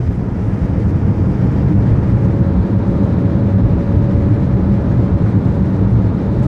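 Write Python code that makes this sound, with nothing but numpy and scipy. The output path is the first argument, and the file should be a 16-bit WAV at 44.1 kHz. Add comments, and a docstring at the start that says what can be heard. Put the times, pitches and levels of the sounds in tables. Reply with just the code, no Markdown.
"""Inside an airliner cabin on the landing rollout, one microphone at a window seat.
From underfoot the wheels shake the hull, whose low modes rumble, boom and throb.
Beyond the wall the engines swell in reverse thrust: a dull roar with a fan tone that creeps upward.
Air hisses along the hull; in the cabin, loose trim rattles and ticks and equipment whines faintly."""
import sys
import numpy as np
from scipy import signal
from scipy.fft import rfft, irfft
from scipy.io import wavfile
from scipy.ndimage import uniform_filter1d, minimum_filter1d

SR = 44100
rng = np.random.default_rng(int(sys.argv[2]) if len(sys.argv) > 2 else 0)


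def unload_wav(signal):
    """Save mono or channel-first audio to the path in sys.argv[1] as 16-bit WAV at rate SR, clipped to [-1, 1]."""
    wavfile.write(
        sys.argv[1],
        SR,
        np.round(np.clip(np.atleast_2d(signal).T, -1, 1) * 32767).astype(np.int16),
    )


N = 285327
TIME, FREQS = np.arange(N) / SR, np.fft.rfftfreq(N, 1 / SR)

# reverse thrust builds, holds and eases a little: (time [s], level re full thrust [dB])
THRUST = [(0, -5.5), (.3, -3.5), (.7, -2.5), (1.5, -0.63), (2.3, -0.9), (3.1, 0), (4.2, -0.55), (5.1, -.5),
          (6.47, -0.7)]


def from_db(db):
    """Decibels to gain."""
    return 10 ** (np.asarray(db) / 20)


def unit(x):
    """Scales to an rms of one."""
    return x / np.sqrt(np.mean(x ** 2) + 1e-20)


def follow(rows):
    """The columns of a curve table, at every sample."""
    times, *columns = np.transpose(rows)
    return [np.interp(TIME, times, column) for column in columns]


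def dips(rows, seconds):
    """A gain that sinks briefly at each of the given moments."""
    return from_db(sum(db * np.exp(-((TIME - s) / seconds) ** 2) for s, db in rows))


def colour(points):
    """Gain at every frequency from a short spectrum that falls away below its first point."""
    hz, db = np.transpose(points)
    low_cut = np.minimum(FREQS / hz[0], 1) ** 2
    return from_db(np.interp(np.log(FREQS + 1), np.log(hz), db)) * low_cut


def resonances(modes):
    """Gain at every frequency from steep-sided resonances whose powers add."""
    gains = (from_db(db) / (1 + (np.sqrt(2) - 1) * (2 * (FREQS - hz) / width) ** 2)
             for hz, width, db in modes)
    return np.sqrt(sum(gain ** 2 for gain in gains))


def reflections(ripple_db=1.1):
    """Gain at every frequency: small peaks and dips from the cabin's dense, random reflections."""
    return from_db(ripple_db * unit(uniform_filter1d(rng.standard_normal(len(FREQS)), size=360)))


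def noise(gain):
    """Noise of unit rms with the given colour."""
    return unit(irfft(rfft(rng.standard_normal(N)) * gain, N))


def wander(rate_hz):
    """Slow random drift of unit rms that never strays far."""
    return unit(np.tanh(noise(1 / (1 + (FREQS / rate_hz) ** 4)) / 2.3))


def steadied(x, seconds):
    """Takes the slow swells out of a noise and leaves its fast beating."""
    window = signal.windows.hann(int(seconds * SR))
    power = signal.fftconvolve(x ** 2, window, "same") / signal.fftconvolve(np.ones(N), window, "same")
    return x / np.sqrt(abs(power) + 1e-9)


def tone(hz):
    """A sine of unit rms that follows a pitch curve."""
    return np.sqrt(2) * np.sin(2 * np.pi * np.cumsum(hz) / SR)


def wheels():
    """Underfoot, the runway drives modes that beat and throb; the higher ones swell with the thrust."""
    # modes, each: (frequency [Hz], width [Hz], relative level [dB])
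    hull_modes = [(30, 16, -15.5), (44, 12, -13), (55.6, 21, 9)]  # the whole hull flexing
    floor_modes = [(70, 5.3, -12), (87.7, 20, -4.5), (105, 11, -4.5), (123.6, 8.9, -3.5), (140, 13, -6.5)]  # the floor above the landing gear
    cabin_modes = [(165.2, 6.8, -6), (184.3, 15, -1.5), (194.8, 23, -3), (229, 22, -16.5)]  # the cabin air
    panel_modes = [(251.7, 40, -1.5), (289, 26, -1), (330.8, 25.2, -1.5)]  # the wall panels
    fitting_modes = [(383.5, 36, 1.5), (437, 66, 0.5), (483.6, 39, -3.5), (530, 47, -5.5)]  # smaller, stiffer fittings
    # heaving of the hull and shaking of the floor: (time [s], relative level [dB])
    hull_heave = [(0, -27), (.5, -22.5), (1.0, -27), (1.7, -20), (2.4, -29), (2.8, -25.5), (3.3, -35),
                  (3.65, -24), (4.1, -22.5), (4.45, -25.5), (4.9, -31), (5.2, -22.5), (5.55, -40.5),
                  (5.9, -24), (6.2, -29), (6.47, -27)]
    floor_shake = [(0, -18.5), (.3, -23), (.9, -17), (1.85, -16), (2.9, -18.5), (3.6, -16.5), (4.2, -18),
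                   (4.8, -16.5), (5.95, -18), (6.2, -21.5), (6.47, -14)]
    # brief moments where the low rumble sinks: (time [s], gain [dB])
    rumble_dips = [(.78, -0.5), (1.34, -6), (2.68, -6.5), (3.82, -9), (4.41, -1), (4.65, -2.5), (5.11, -6),
                   (5.70, -3), (6.2, -8)]
    (heave_db,), (shake_db,), (thrust_db,) = map(follow, (hull_heave, floor_shake, THRUST))
    waver = from_db(2 * wander(rate_hz=13))  # hull, floor and cabin air waver in level together
    heave = from_db(heave_db - 2) * steadied(waver * noise(resonances(hull_modes)), seconds=.54)
    shake = from_db(shake_db + 2.17) * dips(rumble_dips, seconds=.033)
    rumble = shake * steadied(waver * noise(resonances(floor_modes)), seconds=.15)
    cabin_air = steadied(waver * noise(resonances(cabin_modes)), seconds=.24)
    boom = from_db(-18 + 1.22 * thrust_db) * cabin_air
    drone = from_db(-23 + 1.37 * thrust_db) * steadied(noise(resonances(panel_modes)), seconds=.89)
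    hum = from_db(-29 + thrust_db) * steadied(noise(resonances(fitting_modes)), seconds=.87)
    return heave + rumble + boom + drone + hum


def engines(sway_hz=2.0, flutter_db=1.7):
    """Beyond the wall, a turbulent roar, a hollow ring and a fan tone fluttering in disturbed inflow."""
    # the roar as heard through the wall: (frequency [Hz], relative level [dB])
    roar_spectrum = [(400, -15.5), (585, 1), (660, -2), (695, -1), (745, -5), (800, -3.5), (860, -3.5),
                     (965, -3.5), (1050, -7.5), (1250, -8.5), (1550, -12.5), (2150, -24), (2700, -26.5),
                     (7000, -68.5)]
    # the duct's ring, heard near full thrust: (frequency [Hz], width [Hz], relative level [dB])
    duct_modes = [(970, 180, 0)]
    # the fan tone: (time [s], pitch [Hz], relative level [dB])
    fan_curve = [(0, 545, -52), (1.3, 551, -46), (1.9, 553, -41), (2.25, 555.5, -36.5), (2.47, 553.5, -31),
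                 (2.62, 554, -37), (2.8, 557.5, -34.5), (3.05, 560.5, -33), (3.8, 563.5, -32),
                 (4.2, 565, -32), (4.6, 566, -34.5), (5.02, 568, -33.5), (5.2, 561, -35), (5.32, 568, -38),
                 (5.62, 563.5, -31), (5.8, 570, -41), (6.0, 568, -46), (6.15, 568, -39), (6.47, 568, -36.5)]
    (thrust_db,), (fan_hz, fan_db) = follow(THRUST), follow(fan_curve)
    roar_gain = from_db(-33 + thrust_db + .53 * wander(rate_hz=15))
    roar = roar_gain * noise(colour(roar_spectrum) * reflections())
    fan = tone(fan_hz + sway_hz * wander(rate_hz=14.5))
    fan *= from_db(fan_db - 1.1 + flutter_db * wander(rate_hz=13))
    duct = from_db(-45.5 + 3 * thrust_db) * noise(resonances(duct_modes))
    return roar + duct + fan


def airflow(band_width_hz=940):
    """Air hisses along the hull; a narrower band joins and sinks in pitch as the thrust builds."""
    # rushing air: (time [s], broad hiss level [dB], narrow band level [dB], band centre [Hz])
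    rush = [(0, -45.5, -71, 5900), (.28, -51.5, -68, 5610), (.55, -46.5, -71, 5300),
            (1.1, -48, -64.5, 5084), (1.4, -46, -62, 5000), (1.75, -46, -67, 4800), (2.1, -45.5, -70, 4200),
            (2.55, -49, -57, 3808), (3.1, -48.5, -56.5, 3744), (4.3, -47, -60, 3932), (4.9, -48, -58, 3870),
            (6.0, -49, -57.5, 3835), (6.47, -48, -56, 3814)]
    # the broad hiss: (frequency [Hz], relative level [dB])
    hiss_spectrum = [(1100, 2), (1700, 16), (2150, 15), (2600, 5.5), (3200, 4), (4000, -0.5), (5000, -1),
                     (6300, -4), (7300, -9.5), (9000, -12.5), (12000, -21.5), (15300, -27.5)]
    broad_db, band_db, band_hz = follow(rush)
    broad = from_db(broad_db + 1.3 * wander(rate_hz=17)) * noise(colour(hiss_spectrum) * reflections())
    # low noise, shifted up to the band's gliding centre
    low_pass = resonances([(0, band_width_hz, 0)])
    phase = 2 * np.pi * np.cumsum(band_hz) / SR
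    band = unit(noise(low_pass) * np.cos(phase) + noise(low_pass) * np.sin(phase))
    return broad + from_db(band_db + .69 * wander(rate_hz=18)) * band


def trim_rattle(contacts_per_s=450, ring_s=.002, fade_s=.025, rest_db=-69):
    """Loose trim chatters in clumps of tiny, quickly damped contacts, harder during each fit."""
    # fits of rattling: (start [s], length [s], level [dB])
    fits = [(0, .19, -65), (0.367, .31, -63.5), (0.756, 0.19, -64), (1.222, 0.13, -66), (1.41, .17, -69),
            (1.72, .14, -73), (2.85, 0.22, -65), (4.98, .06, -61), (5.197, .13, -63), (5.42, 0.42, -65.5),
            (5.89, 0.071, -62), (6.2, 0.47, -64)]
    # the ring of the trim: (frequency [Hz], relative level [dB])
    trim_spectrum = [(2000, -17), (4000, -3.5), (6000, 7), (8000, 0.5), (10000, -3.5), (12000, -10),
                     (15300, -18)]
    level = np.full(N, from_db(rest_db))
    for start, length, db in fits:
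        gate = np.clip(np.minimum(TIME - start, start + length - TIME) / fade_s, 0, 1)
        level = np.maximum(level, from_db(db) * gate)
    contacts = rng.random(N) < contacts_per_s / SR
    strength = from_db(-.7 * np.minimum(rng.exponential(1, N), 4))
    energy = signal.lfilter([1], [1, -np.exp(-2 / (ring_s * SR))], (contacts * strength) ** 2)
    chatter = np.sqrt(energy) * noise(colour(trim_spectrum))
    return level * unit(chatter * from_db(.6 * wander(rate_hz=25)))


def equipment(sway_hz=1.5):
    """Cabin equipment gives thin, wavering whines that recede as the engines swell."""
    # whines: (pitch [Hz], level at full thrust [dB], change with thrust [dB per dB])
    whines = [(4802, -79.7, -1.7), (5102, -79, -1.2), (11850, -100, -1)]
    thrust_db, = follow(THRUST)
    out = np.zeros(N)
    for hz, db, slope in whines:
        whine = tone(hz + sway_hz * wander(rate_hz=8))
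        out += from_db(db + slope * thrust_db + wander(rate_hz=5)) * whine
    return out


def rumble_swells(hull_hz=66, cabin_hz=186, panel_hz=272, detune=.069, swell_s=.031):
    """The loudest brief throbs of the low rumble, each sounding at four pitches."""
    # throbs: (time [s], floor pitch [Hz], hull [dB], floor [dB], cabin air [dB], panel [dB])
    throbs = [(0.089, 79.5, -29, -16.5, -27, -30), (.48, 108, -24, -16.5, -31, -38),
              (.71, 105.3, -28, -17, -34, -23.5), (0.851, 104.6, -32, -15.5, -22.5, -36),
              (.95, 110, -42, -14.5, -23, -34), (1.06, 106.5, -32, -16, -23, -41),
              (1.22, 108, -19, -17, -27, -27), (1.454, 142, -30, -29, -12.5, -23.5),
              (1.73, 103, -32, -14, -15.5, -16), (1.779, 104, -22, -9.5, -20, -32),
              (1.932, 110.5, -19, -11.5, -27, -32), (2.14, 115, -18, -13.5, -26, -40),
              (2.26, 109, -30.5, -10.5, -15.5, -30.5), (2.41, 112.5, -19.5, -12, -20.5, -30),
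              (2.58, 113, -13, -19, -16.5, -23), (2.76, 106, -27, -11, -15, -40),
              (3.02, 103.4, -36, -15.5, -10, -23), (3.239, 124, -44, -26, -28, -21.5),
              (3.559, 97, -24.5, -12.5, -17, -32), (3.655, 113, -13, -11, -26, -31),
              (3.761, 95, -23, -26, -26, -27.5), (3.969, 101.6, -16, -10.5, -29, -32),
              (4.16, 94.5, -15, -14.5, -26, -29), (4.241, 89, -18, -14.5, -33, -37),
              (4.319, 108, -32, -11.5, -21.5, -19), (4.544, 106, -15, -12, -24.5, -29),
              (4.70, 84.4, -21, -26, -14.5, -45), (4.86, 98, -31, -21, -16.5, -17.5),
              (4.98, 117, -27.5, -13.5, -30, -23), (5.149, 89.5, -14.5, -15, -23, -31.5),
              (5.279, 108, -31, -11.5, -19.5, -37), (5.359, 109, -38, -16, -34, -30.5),
              (5.48, 110, -20, -21, -25, -36), (5.611, 121, -21, -14.5, -13.5, -29),
              (5.85, 112, -17, -15.5, -17.5, -27.5), (5.959, 111.6, -15.5, -9.5, -26, -31),
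              (6.06, 105, -17, -19.5, -26, -39)]
    out = np.zeros(N)
    for s, floor_hz, *levels_db in throbs:
        swell = np.exp(-((TIME - s) / swell_s) ** 2)
        near = swell > 1e-4
        pitches = (hull_hz * (1 + detune * rng.uniform(-1, 1)),
                   floor_hz,
                   cabin_hz * (1 + detune * rng.uniform(-1, 1)),
                   panel_hz * (1 + 2 * detune * rng.uniform(-1, 1)))
        for hz, db in zip(pitches, levels_db):
            phase = 2 * np.pi * (hz * (TIME[near] - s) + rng.random())
            out[near] += from_db(db) * swell[near] * np.sqrt(2) * np.sin(phase)
    return out


def trim_ticks(width_hz=3200, rise_s=.006):
    """Now and then a piece of trim slips with a brief bright scrape."""
    # slips: (time [s], band centre [Hz], relative level [dB], decay [s])
    slips = [(.115, 10500, -61, .016), (.145, 7300, -56, .016), (.47, 10000, -62, .022),
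             (.638, 11500, -62.5, .02), (.787, 5600, -58, .014), (.872, 5400, -52, .025),
             (.88, 11000, -64, .02), (1.15, 11000, -66, .022), (1.28, 8200, -58, .018),
             (1.44, 8500, -60, .016), (1.55, 11000, -66, .018), (1.67, 10500, -65, .022),
             (1.775, 10000, -60, .02), (1.84, 11000, -66, .014), (2.245, 4900, -47.5, .013),
             (3.025, 5850, -54.5, .031), (3.67, 10500, -65, .014), (4.528, 7500, -58, .012),
             (4.66, 10300, -64, .012), (5.44, 6300, -56, .02), (5.54, 8500, -57, .018),
             (5.895, 8540, -62, .03), (6.425, 7000, -50, 0.027)]
    out = np.zeros(N)
    for s, hz, db, decay_s in slips:
        age = np.maximum(TIME - s, 0)
        envelope = (1 - np.exp(-age / rise_s)) * np.exp(-age / decay_s)
        out += from_db(db) * envelope * noise(resonances([(hz, width_hz, 0)]))
    return out


def scene():
    """Everything as it reaches the microphone at the window seat, in mono."""
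    # brief dips in the hiss and rattle: (time [s], gain [dB])
    lulls = [(2.295, -4), (5.864, -6)]
    rumble_and_roar = wheels() + rumble_swells() + engines()
    hiss_and_rattle = dips(lulls, seconds=.0061) * (airflow() + trim_rattle())
    return (rumble_and_roar + hiss_and_rattle + trim_ticks() + equipment())[None]


def record(dry, ceiling=.705, cutoff_hz=15290):
    """After the microphone, a smooth limiter holds the peaks of rumble; then soft ends and a low-pass."""
    gain = np.minimum(1, ceiling / (abs(dry[0]) + 1e-9))
    held = minimum_filter1d(gain, size=801)
    smoothed = uniform_filter1d(uniform_filter1d(held, size=401), size=401)
    ends = signal.windows.tukey(N, .0012)
    low_pass = signal.firwin(1023, cutoff_hz, window=("kaiser", 9), fs=SR)
    return signal.oaconvolve(dry * smoothed * ends, low_pass[None], "same")


dry = scene()
out = record(dry)
unload_wav(out)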